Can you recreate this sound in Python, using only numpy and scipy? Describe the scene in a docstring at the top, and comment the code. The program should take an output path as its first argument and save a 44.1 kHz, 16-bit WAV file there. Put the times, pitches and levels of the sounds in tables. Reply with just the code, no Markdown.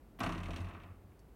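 """A spring door stopper, flicked near the foot of a door in a small hard room; one microphone at floor level.
The spring whips to and fro and its coils clack shut on every swing, faster and softer as it settles.
Each clack rings the spring and the door; a low boom under the rattle lingers as the spring's hum.
Faint ticks follow, over quiet room tone."""
import sys
import numpy as np
from scipy import signal
from scipy.fft import rfft, irfft
from scipy.io import wavfile
from scipy.ndimage import map_coordinates

SR = 44100
rng = np.random.default_rng(int(sys.argv[2]) if len(sys.argv) > 2 else 0)


def wrap_up_sound(samples):
    """Save the sound to the file named by the first command line argument, as 16-bit audio."""
    columns = np.atleast_2d(samples).T
    # keep every value between -1 and 1, then stretch to whole-number steps
    tamed = np.clip(columns, -1, 1)
    steps = np.round(tamed * 32767).astype(np.int16)
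    wavfile.write(sys.argv[1], SR, steps)


N = 59535


def undb(db):
    """Decibels to gain."""
    return 10 ** (np.asarray(db) / 20)


def at_hz(hz, points, values):
    """Read a curve on a log-frequency axis."""
    return np.interp(np.log(hz + 1), np.log(points), values)


def noise(shape):
    """Noise of rms 1 whose spectrum is shape(Hz)."""
    hz = np.arange(N // 2 + 1) * SR / N
    x = irfft(rfft(rng.standard_normal(N)) * shape(hz), N)
    return x / x.std()


def band(hz, width):
    """A band of noise with steep sides."""
    return noise(lambda f: 1 / np.sqrt(1 + (2 * (f - hz) / width) ** 6))


def fade(t, t60):
    """Exponential decay that starts at t = 0."""
    return (t >= 0) * np.exp(-np.log(1000) * np.abs(t) / t60)


def blows(times, sizes):
    """One impulse for each blow."""
    x = np.zeros(N)
    np.add.at(x, np.clip(np.round(times * SR).astype(int), 0, N - 1), sizes)
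    return x


def ring(x, response):
    """Let a response follow every impulse."""
    return signal.fftconvolve(x, response)[:N]


def swell(x, envelope):
    """Joint level of overlapping, unrelated decays."""
    return np.sqrt(np.abs(ring(x ** 2, envelope ** 2)))


def lag(hz):
    """Travel time in seconds of a bending wave, slower in the bass."""
    return 0.001626 * np.sqrt(999 / hz)


def mode(t, times, hz, db, t60, build_cycles=2.2):
    """One ringing tone that gains energy from each blow; low ones build slowly."""
    envelope = fade(t, t60) * (1 - np.exp(-t * hz / build_cycles))
    return swell(blows(times + lag(hz), undb(db)), envelope) * np.sin(2 * np.pi * hz * t)


def tone(t, times, hz, db):
    """A sine that follows a pitch and a level, silent outside them."""
    level = undb(np.interp(t, times, db, left=-120, right=-120))
    phase = 2 * np.pi * np.cumsum(np.interp(t, times, hz)) / SR
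    return np.sqrt(2) * level * np.sin(phase)


# The quiet room. Each row: frequency in Hz, relative level in dB.
ROOM_SPECTRUM = [(25, -9), (48, 8), (85, -1.5), (140, -6.5), (210, -6), (330, -9), (1050, -22.5),
                 (3500, -37), (6000, -42.5), (15500, -39)]


def room_tone(level_db=-58.5, low_cut_hz=28):
    """Low rumble with a little hiss, all round the microphone."""
    def spectrum(hz):
        return undb(at_hz(hz, *np.array(ROOM_SPECTRUM).T)) * hz ** 2 / (hz ** 2 + low_cut_hz ** 2)
    return undb(level_db) * noise(spectrum)


# The coils clacking shut. Each row: start in seconds, then snap, knock, clatter and fizz levels in dB.
COIL_CLACKS = [(0.1878, -51.5, -42.5, -48.5, -67), (0.2033, -36, -33.5, -31.5, -46),
               (0.2335, -38, -35.5, -33.5, -44), (0.262, -37, -34, -36, -52),
               (0.2912, -41.5, -38.5, -39.5, -52), (0.3214, -45.5, -49.5, -41, -52),
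               (0.3485, -43, -40.5, -49.5, -60), (0.378, -47, -49, -46, -57), (0.402, -48.5, -51, -47, -63),
               (0.4321, -45, -48, -49, -55.5), (0.4565, -46, -53.5, -48.5, -59.5),
               (0.4821, -57, -38.5, -43, -60), (0.506, -44, -45.5, -55, -55.5),
               (0.533, -45, -53.5, -45.5, -58), (0.5606, -42.5, -44, -55, -50.5),
               (0.5806, -48, -47, -49, -63.5), (0.6045, -52, -53.5, -45.5, -58),
               (0.6243, -59, -52, -58, -74), (0.6445, -50.5, -47, -55, -65), (0.6665, -55, -71, -46, -72),
               (0.6855, -52, -52, -48.5, -64.5), (0.708, -51.5, -57, -50, -75),
               (0.7336, -57, -50.5, -57, -73), (0.7462, -53.5, -64, -45.5, -76),
               (0.766, -59, -55.5, -64, -82), (0.799, -54, -62, -55, -78), (0.817, -62, -58, -73, -74),
               (0.8346, -53, -58, -52, -77), (0.8562, -74, -64, -63, -79), (0.8784, -71, -65, -55.5, -93),
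               (0.9043, -67, -75, -63, -95), (0.93, -80, -76, -72, -96)]
SNAP_HZ, KNOCK_HZ, CLATTER_HZ, FIZZ_HZ = 2570, 490, 1170, 6790
# A clack's colour. Each row: frequency in Hz, quarter-octave level in dB against the clack's level there.
CLACK_COLOUR = [(130, -17), (170, -12.5), (300, -10), (400, -14.5), (520, -18), (680, -9.5), (800, -15),
                (1100, -7.5), (1350, -14), (1600, -13), (2000, -9.5), (2750, -10.5), (3400, -10.5),
                (4300, -11), (5000, -16), (6300, -5), (7600, -13), (9000, -5.5), (10500, -13), (15000, -14)]
# Spring, door and room ringing on. Each row: frequency in Hz, short and long t60 in seconds,
# level of the long part in dB, rise in seconds.
RING_DECAYS = [(160, 0.052, 1, -7, 0.0049), (620, 0.15, 0.15, -12, 0.0014),
               (1260, 0.032, 0.42, -1.5, 0.0066), (3060, 0.081, 0.68, -20, 0.00089),
               (7000, 0.034, 0.28, -12.5, 0.0023), (14500, 0.009, 0.4, -19.5, 0.0005)]


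def clack_db(hz):
    """Strength of every clack at one frequency."""
    return np.array([at_hz(hz, [KNOCK_HZ, CLATTER_HZ, SNAP_HZ, FIZZ_HZ], [knock, clatter, snap, fizz])
                     for _, snap, knock, clatter, fizz in COIL_CLACKS])


def rattle(t):
    """Every clack rings the same dense resonances, partly afresh; the lows arrive later."""
    times = np.array(COIL_CLACKS)[:, 0]
    points, *curves = np.array(RING_DECAYS).T
    out = 0
    for hz in 130 * 2 ** (np.arange(29) / 4):  # quarter-octave bands
        width = hz * np.log(2) / 4
        short_t60, long_t60, long_db, rise = (at_hz(hz, points, curve) for curve in curves)
        colour_db = at_hz(hz, *np.array(CLACK_COLOUR).T)
        hits = blows(times + lag(hz) - lag(FIZZ_HZ), undb(clack_db(hz) + colour_db))
        decay = np.hypot(fade(t, short_t60), undb(long_db) * fade(t, long_t60))
        envelope = (1 - np.exp(-t / rise)) * decay
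        response = envelope * band(hz, width)
        response *= np.sqrt(np.sum(envelope ** 2) / np.sum(response ** 2))
        fresh = swell(hits, envelope) * band(hz, width)
        alike = 0.6 / (1 + (hz / 3600) ** 2)  # share of the ring that is the same on every clack
        out += np.sqrt(alike) * ring(hits, response) + np.sqrt(1 - alike) * fresh
    return out


def coil_cracks(t, level_db=-3.5, tap_hz=2060):
    """The brief, dry contact of coil on coil: a bright crack over a fuller tap."""
    times, snap, _, _, fizz = np.array(COIL_CLACKS).T
    contact = fade(t, t60=0.032)
    crack = swell(blows(times, undb(fizz)), contact) * band(hz=4260, width=4960)
    tap = swell(blows(times + lag(tap_hz), undb(snap)), contact) * band(tap_hz, width=1860)
    return undb(level_db) * (crack + tap)


# Low and middle tones that build up under the repeated clacks, then the bright modes of the wire.
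# Each row: frequency in Hz, relative level in dB, t60 in seconds.
RATTLE_TONES = [(76.3, -4, .2), (100.5, -8, 0.29), (172, -4.5, 0.33), (187, -13, 0.4), (260, -10, 0.5),
                (327.6, -9.5, 0.47), (439, -13, 0.18), (562, -17.5, 0.28), (665, -7.5, 0.19),
                (702, -6.5, 0.19), (839, -14.5, 0.28), (880, -19, .35), (958, -15.5, 0.35),
                (1031, -13.5, 0.38), (1098, -13, 0.33), (1135, -12.5, .35), (1207, -13, 0.38)]
WIRE_MODES = [(1523, -17.5, 0.2), (1900, -16, 0.25), (2541, -15.5, 0.25), (2649, -12.5, 0.27),
              (2842, -15.5, 0.22), (3577, -19, 0.19)]


def twang(t, level_db=-2.5):
    """The repeated clacks build up clear ringing tones, which waver as the spring bends."""
    times = np.array(COIL_CLACKS)[:, 0]
    rings = sum(mode(t, times, hz, clack_db(hz) + db + level_db, t60)
                for hz, db, t60 in RATTLE_TONES + WIRE_MODES)
    flex_s = 0.00003 * band(hz=28, width=28)
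    return map_coordinates(rings, [(t + flex_s) * SR], mode="nearest")


# The spring's ticks. Each row: start in seconds, level in dB, centre and width in Hz, t60 in seconds.
SPRING_TICKS = [(.1945, -44, 13000, 6500, .003), (.1955, -53, 3000, 3600, .02),
                (1.118, -72, 2400, 1200, .1), (1.192, -68, 4500, 10500, .05)]
# The ring of the last tick. Each row: frequency in Hz, level in dB, t60 in seconds.
LAST_TICK_MODES = [(4550, -69, .035), (5560, -81, .15), (6200, -71, .03)]


def ticks(t):
    """Small ticks as the spring slips free and after it has settled; the last one rings briefly."""
    clicks = sum(undb(db) * fade(t - start, t60) * band(hz, width)
                 for start, db, hz, width, t60 in SPRING_TICKS)
    last_start = np.array(SPRING_TICKS)[-1:, 0]
    return clicks + sum(mode(t, last_start, *row) for row in LAST_TICK_MODES)


# The wire's pings. Each row: centre and width in Hz, level in dB against the clack's capped fizz.
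PING_BANDS = [(8810, 690, -6.5), (11430, 520, -15)]


def wire_pings(t, return_s=0.011, t60=0.021, loss_db=-19, cap_db=-53):
    """Each snap runs along the wire and comes back twice as a thin ping."""
    times, *_, fizz = np.array(COIL_CLACKS).T
    returns = fade(t - return_s, t60) + undb(loss_db) * fade(t - 2 * return_s, t60)
    level = swell(blows(times, undb(np.minimum(fizz, cap_db))), returns)
    return level * sum(undb(db) * band(hz, width) for hz, width, db in PING_BANDS)


# The spring's sway. Each row: time in seconds, pitch in Hz, level in dB.
SPRING_SWAY = [(.2, 34.6, -65), (.25, 34.8, -45), (.4, 36.7, -51), (.52, 38.4, -44), (.58, 39.19, -61),
               (0.661, 42.7, -48.5), (.72, 47, -64), (.85, 49, -80)]
# The low hum near 90 Hz. Each row: time in seconds, relative level in dB, pitch in Hz.
LOW_HUM = [(0.211, -40, 101), (.228, -47.5, 100.9), (.265, -47, 99.4), (0.294, -63, 100.4),
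           (0.35, -46.5, 87.6), (0.431, -43.5, 88.68), (0.541, -45, 82.13), (0.589, -47.5, 85.7),
           (.615, -37, 88.65), (0.689, -46.5, 93.1), (0.72, -71, 87.5), (0.756, -43.5, 90.6),
           (0.801, -72, 93.94), (0.848, -56, 91.1), (0.922, -50.5, 92.4), (.945, -65, 90.8),
           (.975, -58, 90.4), (1.009, -69, 93.1), (1.045, -57.5, 95), (1.132, -66, 93)]


def low_hum(t, hum_db=-0.5, octave_db=-14):
    """An uneven boom with a weaker octave lingers as the spring's hum, over its deeper sway."""
    times, db, hz = np.array(LOW_HUM).T
    hum = tone(t, times, hz, db + hum_db) + tone(t, times, 2 * hz, db + octave_db)
    waver = 1 + 0.16 * band(hz=16, width=16)
    sway = tone(t, *np.array(SPRING_SWAY).T)
    return hum * waver + sway


def scene():
    """Room, spring and door at one microphone down by the floor."""
    t = np.arange(N) / SR
    mix = room_tone() + rattle(t) + coil_cracks(t) + twang(t) + ticks(t) + wire_pings(t) + low_hum(t)
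    return mix[None]


def record(dry):
    """The recorder drops the deepest rumble and cuts the top."""
    low_cut = signal.butter(3, 24, "high", fs=SR, output="sos")
    top_cut = signal.ellip(10, .2, 70, 15900, fs=SR, output="sos")
    return signal.sosfilt(top_cut, signal.sosfilt(low_cut, dry))


dry = scene()
out = record(dry)
wrap_up_sound(out)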